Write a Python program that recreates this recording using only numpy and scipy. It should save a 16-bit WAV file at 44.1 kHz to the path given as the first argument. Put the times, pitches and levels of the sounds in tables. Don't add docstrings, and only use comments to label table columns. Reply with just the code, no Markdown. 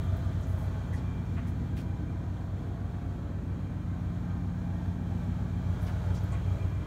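import sys
import numpy as np
from scipy import signal
from scipy.fft import rfft, irfft, next_fast_len
from scipy.io import wavfile
from scipy.ndimage import uniform_filter1d, map_coordinates

SR = 44100
rng = np.random.default_rng(int(sys.argv[2]) if len(sys.argv) > 2 else 0)


def generate_wav(signal):
    frames = np.transpose(np.atleast_2d(signal))
    scaled = np.clip(frames, -1, 1) * 32767
    pcm = np.round(scaled).astype(np.int16)
    wavfile.write(sys.argv[1], SR, pcm)


def elevation(decibels):
    levels = np.asarray(decibels, float)
    return 10 ** (levels / 20)


N = 302526
STEP = 16

BELT_HZ = 7.3665
MAINS_HZ = 120.0
WHEEL_HZ, WHEEL_DB = 90.74, -44
SPLICE_S, WHEEL_S = .1191, .0083
# (multiple of the belt turn, level [dB rms])
BELT_ORDERS = [(5, -55.5), (8, -41), (9, -56), (10, -43.5), (11, -47), (12, -42), (13, -37), (14, -49.5),
               (15, -59), (16, -80), (18, -51), (19, -45.5), (20, -55), (21, -54.5), (22, -58.5),
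               (23, -55.5), (24, -44), (29, -58.5), (30, -57.5), (31, -59.5), (32, -52.5), (34, -63),
               (36, -64), (37, -62), (40, -61), (42, -64.5), (45, -65.5), (47, -62), (48, -63.5)]
# (distance from the hum [belt turns], level [dB rms])
HUM_LINES = [(-11.5, -64), (-9.5, -53), (0, -42.5), (-3.5, -77), (6, -65), (4.5, -56.5), (6, -51),
             (17, -59), (21.5, -72)]
# (centre [Hz], width [Hz], level [dB rms])
LOOSE_PANELS = [(267.3, 18, -54.5), (300.8, 28, -55.5)]
# (frequency [Hz], density [dB per Hz])
RUMBLE_SPECTRUM = [(20, -30), (32, -35), (45, -3), (90, 4), (140, -5), (200, -5), (300, -13.5), (400, -18),
                   (600, -33)]
RUMBLE_DB = -43

# (time [s], level [dB])
MIC_FACING = [(0, 2.5), (.7, 0.5), (1.5, -1), (2.3, -2.5), (3, -2.5), (3.6, -2.5), (4.2, -2), (4.8, -1.5),
              (5.4, -0.5), (6, 2), (6.5, 2.5), (6.86, 1)]
BOOM_FOLLOWS, ROAR_FOLLOWS, HISS_FOLLOWS = 1.05, 0.56, 1
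# (time [s], half width [s], level [dB])
DRONE_PLACES = [(4.3, 0.53, 3.5), (5.3, 0.8, 6), (6.86, 0.45, -4)]
DRONE_DB = -1.03
# (time [s], half width [s], level [dB])
BUZZ_PLACES = [(0, 0.83, -2), (1.5, 0.53, 4.5), (5.3, 0.38, 5), (6.5, 0.46, -9)]
# (time [s], half width [s], level [dB])
UPPER_PLACES = [(3.3, 0.23, 3.5), (6.5, 0.97, -8)]

# (frequency [Hz], density [dB per Hz])
ROAR_SPECTRUM = [(250, -16.5), (390, 0), (680, -2), (1000, -6), (1580, -9), (2050, -16.5), (2800, -27)]
# (frequency [Hz], density [dB per Hz])
HISS_SPECTRUM = [(1400, -25), (2100, -4.5), (2800, -4), (3300, -2), (4300, -4.5), (4870, -11), (6200, -9),
                 (6500, -6.5), (7200, -11), (7500, -12.5), (9500, -15.5), (10600, -22), (12000, -16.5),
                 (15800, -21)]
ROAR_DB, HISS_DB = -51, -61.5
# (centre [Hz], width [Hz], level over the hiss [dB])
EDGE_TONES = [(654, 12, -5), (818, 22, -6.5), (1536, 6.6, -13.5), (3972, 40, -23), (5440, 60, -25),
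              (6400, 240, -26), (7950, 120, -35.5)]
# (centre [Hz], width [Hz])
WHISTLE_BANDS = [(700, 6), (2365, 95), (3205, 150), (7240, 90), (3245, 40)]
# (time [s], half width [s], level [dB]))
PIPE_TONE = (-76, 0, [(.3, .3, 13), (2.3, .4, 14), (3, .4, 16), (5.5, .12, 12), (6.35, .3, 14)])
WHISTLE_LEVELS = [
    PIPE_TONE,
    (-71.5, 0, [(1.1, .4, 5), (2.9, .6, -4.5), (5.5, 0.37, 3), (6.6, 0.33, 7.5)]),
    (-73, 1.7, []),
    (-82.5, 1.5, []),
    (-94, 0, [(1, 1.8, 11)]),
]

# (time [s], peak level [dB], extra on the hollow middle mode [dB])
HEEL_KNOCKS = [
    (1.370, -42, -6),
    (6.325, -42, 1),
]
# (frequency [Hz], level [dB], decay by 60 dB [s])
SOLE_MODES = [(680, 0, .18), (1100, 0, .15), (1470, -6, .1)]
# (time [s], length [s], level [dB rms], centre [Hz])
SHOE_SCUFFS = [(.926, 0.042, -62, 6500), (.96, 0.038, -63, 4500), (1.365, 0.037, -48.5, 1350),
               (1.413, 0.083, -61, 1500), (1.462, 0.044, -68, 5500), (1.762, 0.043, -54.5, 1880),
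               (1.763, 0.056, -61, 4200), (5.862, 0.026, -57, 3600), (5.871, 0.038, -52.5, 1490),
               (6.142, 0.044, -57.5, 4430), (6.321, 0.045, -53.5, 1700), (6.365, 0.074, -63, 1800)]
# (time [s], length [s], level [dB rms], centre [Hz])
SHOE_SQUEAKS = [(.165, .012, -62, 15500), (0.422, .028, -66, 6600), (0.923, 0.033, -53.5, 1860),
                (6.232, .016, -66, 13000), (6.317, 0.028, -62, 7500), (6.38, 0.24, -54.5, 425)]
# (time [s], level [dB rms])
HANDLING_TICKS = [(.166, -63), (0.409, -62), (.6, -70), (.625, -65), (5.7, -71), (5.817, -62)]
# (time [s], length [s], level [dB rms])
CLOTH_RUSTLES = [(0.023, .04, -70), (0.446, 0.14, -68), (.56, .11, -66.5), (.93, .05, -78),
                 (1.465, 0.042, -68), (1.756, 0.059, -63.5), (5.816, 0.05, -64.5), (5.858, 0.05, -66.5),
                 (6.136, .035, -68)]
TICK_S, TICK_HZ, TICK_OCTAVES = 0.0049, 10000, 0.86
CLOTH_HZ, CLOTH_OCTAVES = 10200, 1
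SHOE_OCTAVES = 0.63
SQUEAK_OCTAVES = .036

TOP_HZ = 15775


def drive():
    boom = BOOM_FOLLOWS * facing()[::STEP]
    drone = spots(DRONE_PLACES)[::STEP] + DRONE_DB
    buzz = spots(BUZZ_PLACES)[::STEP]
    upper = spots(UPPER_PLACES)[::STEP]

    def place_db(hz):
        if hz < 135:
            return boom
        if hz < 165:
            return .2 * boom
        if hz < 185:
            return drone
        return buzz if hz < 260 else upper

    lines = tone(WHEEL_HZ, WHEEL_DB + 1.5 * boom, WHEEL_S)
    for order, db in BELT_ORDERS:
        hz = order * BELT_HZ
        scattered = abs(order - 12.5) > 2
        late_cycles = rng.uniform() * scattered + .5 * (order == 11)
        lines += tone(hz, db + place_db(hz), SPLICE_S + late_cycles / hz)
    for order, db in HUM_LINES:
        hz = MAINS_HZ + order * BELT_HZ
        lines += tone(hz, db + place_db(hz), rng.uniform())
    shaking = signal.resample_poly(lines, STEP, 1, padtype="line")[:N]
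    for centre_hz, width_hz, db in LOOSE_PANELS:
        shaking += elevation(db + 3.1 * wobble(2.505)) * narrow(centre_hz, width_hz)
    swell_db = 0.33 * np.repeat(boom, STEP)[:N] + 1.24 * wobble(4.11)
    rumble = noise(lambda hz: elevation(along(RUMBLE_SPECTRUM, hz)))
    return shaking + elevation(RUMBLE_DB + swell_db) * rumble


def tone(hz, db, start_s):
    t = np.arange(0, N, STEP) / SR
    turn = 2 * np.pi * hz * (t - start_s) + (hz / 190) ** 2 * wobble(.8, STEP)
    return np.sqrt(2) * elevation(db + 0.0065 * hz * wobble(1.234, STEP)) * np.cos(turn)


def air():
    facing_db = facing()
    roar_db = ROAR_DB + ROAR_FOLLOWS * facing_db
    hiss_db = HISS_DB + HISS_FOLLOWS * facing_db
    motor = np.cos(2 * np.pi * 4 * BELT_HZ * np.arange(N) / SR)
    surge = wobble(8)
    roar_swell_db = .5 * surge + 0.31 * wobble(13) + 0.72 * motor
    hiss_swell_db = 0.65 * surge + 0.18 * wobble(13)
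    roar = elevation(roar_swell_db) * noise(lambda hz: elevation(along(ROAR_SPECTRUM, hz)))
    hiss = elevation(hiss_swell_db) * noise(lambda hz: elevation(along(HISS_SPECTRUM, hz)))
    out = elevation(roar_db + 0.8) * unit(roar) + elevation(hiss_db - 2.5) * unit(hiss)
    for centre_hz, width_hz, db in EDGE_TONES:
        out += elevation(hiss_db + db + 1.6 * wobble(3)) * narrow(centre_hz, width_hz)
    return out


def whistles():
    facing_db = facing()
    out = np.zeros(N)
    for (centre_hz, width_hz), (db, follows, loud_spots) in zip(WHISTLE_BANDS, WHISTLE_LEVELS):
        voice = pure if width_hz < 10 else narrow
        level_db = db + follows * facing_db + spots(loud_spots) + 1.7 * wobble(20)
        out += elevation(level_db) * voice(centre_hz, width_hz)
    return out


def pure(centre_hz, width_hz):
    pitch_hz = centre_hz + width_hz / 4 * wobble(2.7)
    return np.sqrt(2) * np.cos(2 * np.pi * np.cumsum(pitch_hz) / SR)


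def heels():
    out = np.zeros(N + SR)
    t = np.arange(SR // 4) / SR
    for s, db, hollow_db in HEEL_KNOCKS:
        ring = np.zeros(len(t))
        for (hz, level, t60), extra in zip(SOLE_MODES, (0, hollow_db, 0)):
            phase = rng.uniform(0, 2 * np.pi)
            ring += elevation(level + extra - 60 * t / t60) * np.sin(2 * np.pi * hz * t + phase)
        out[round(s * SR):][:len(t)] += elevation(db) * ring * (1 - np.exp(-t / .005))
    return out[:N]


def scuffs():
    out = np.zeros(N + SR)
    t = np.arange(SR // 4) / SR
    strokes = [(s, TICK_S, db, TICK_HZ, TICK_OCTAVES) for s, db in HANDLING_TICKS]
    strokes += [(*row, CLOTH_HZ, CLOTH_OCTAVES) for row in CLOTH_RUSTLES]
    strokes += [(*row, SHOE_OCTAVES) for row in SHOE_SCUFFS]
    strokes += [(*row, SQUEAK_OCTAVES * np.log2(row[-1] / 100)) for row in SHOE_SQUEAKS]
    for s, length, db, centre_hz, spread in strokes:
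        rub = noise(lambda hz: np.exp(-(np.log2((hz + 1) / centre_hz) / spread) ** 2 / 2), size=len(t))
        grit = elevation(2.5 * unit(uniform_filter1d(rng.standard_normal(len(t)), size=40)))
        start = np.clip(t / (.22 * length), 0, 1)
        fade = np.clip((1.2 * length - t) / (.7 * length), 0, 1)
        tail = elevation(-9 - 60 * np.maximum(t - length, 0) / .25) * np.clip(t / length, 0, 1)
        out[round(s * SR):][:len(t)] += elevation(db) * rub * (unit(grit) * start * fade + tail)
    return out[:N]


def standing(x, depth_db):
    hz, _, z = signal.stft(x, SR, nperseg=4096)
    field = uniform_filter1d(rng.standard_normal(z.shape), size=3, axis=0)
    field = uniform_filter1d(field, size=14, axis=1)
    gain = elevation(depth_db * unit(field) / (1 + hz[:, None] / 12000))
    return signal.istft(z * unit(gain), nperseg=4096)[1][:N]


def facing():
    s, db = np.transpose(MIC_FACING)
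    return np.interp(np.arange(N) / SR, s, db)


def spots(rows):
    t = np.arange(N) / SR
    return sum((db * np.exp(-((t - s) / half) ** 2) for s, half, db in rows), 0 * t)


def narrow(centre_hz, width_hz):
    return noise(lambda hz: 1 / (1 + (2 * (hz - centre_hz) / width_hz) ** 2))


def noise(gain, size=N):
    m = next_fast_len(size)
    spectrum = rfft(rng.standard_normal(m)) * gain(np.fft.rfftfreq(m, 1 / SR))
    return unit(irfft(spectrum, m)[:size])


def wobble(rate, step=1):
    coarse = np.arange(0, N + 64, 64)
    knots = rng.standard_normal(int(N * rate / SR) + 4)
    smooth = map_coordinates(knots, [coarse * rate / SR])
    return np.interp(np.arange(0, N, step), coarse, smooth)


def along(points, hz):
    f, v = np.transpose(points)
    return np.interp(np.log(hz + 1), np.log(f + 1), v, left=-120, right=-120)


def unit(x):
    return x / np.sqrt(np.mean(x ** 2) + 1e-20)


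def scene():
    coloured = standing(air() + scuffs(), depth_db=2.5)
    return (drive() + whistles() + coloured + heels())[None]


def low_pass(x):
    return signal.sosfilt(signal.butter(12, 16270, fs=SR, output="sos"), x)


def record(dry):
    m = next_fast_len(N + SR // 4)
    passed = np.fft.rfftfreq(m, 1 / SR) < TOP_HZ
    mix = irfft(rfft(dry, m) * passed, m)[:, :N]
    return low_pass(mix)


dry = scene()
out = record(dry)
generate_wav(out)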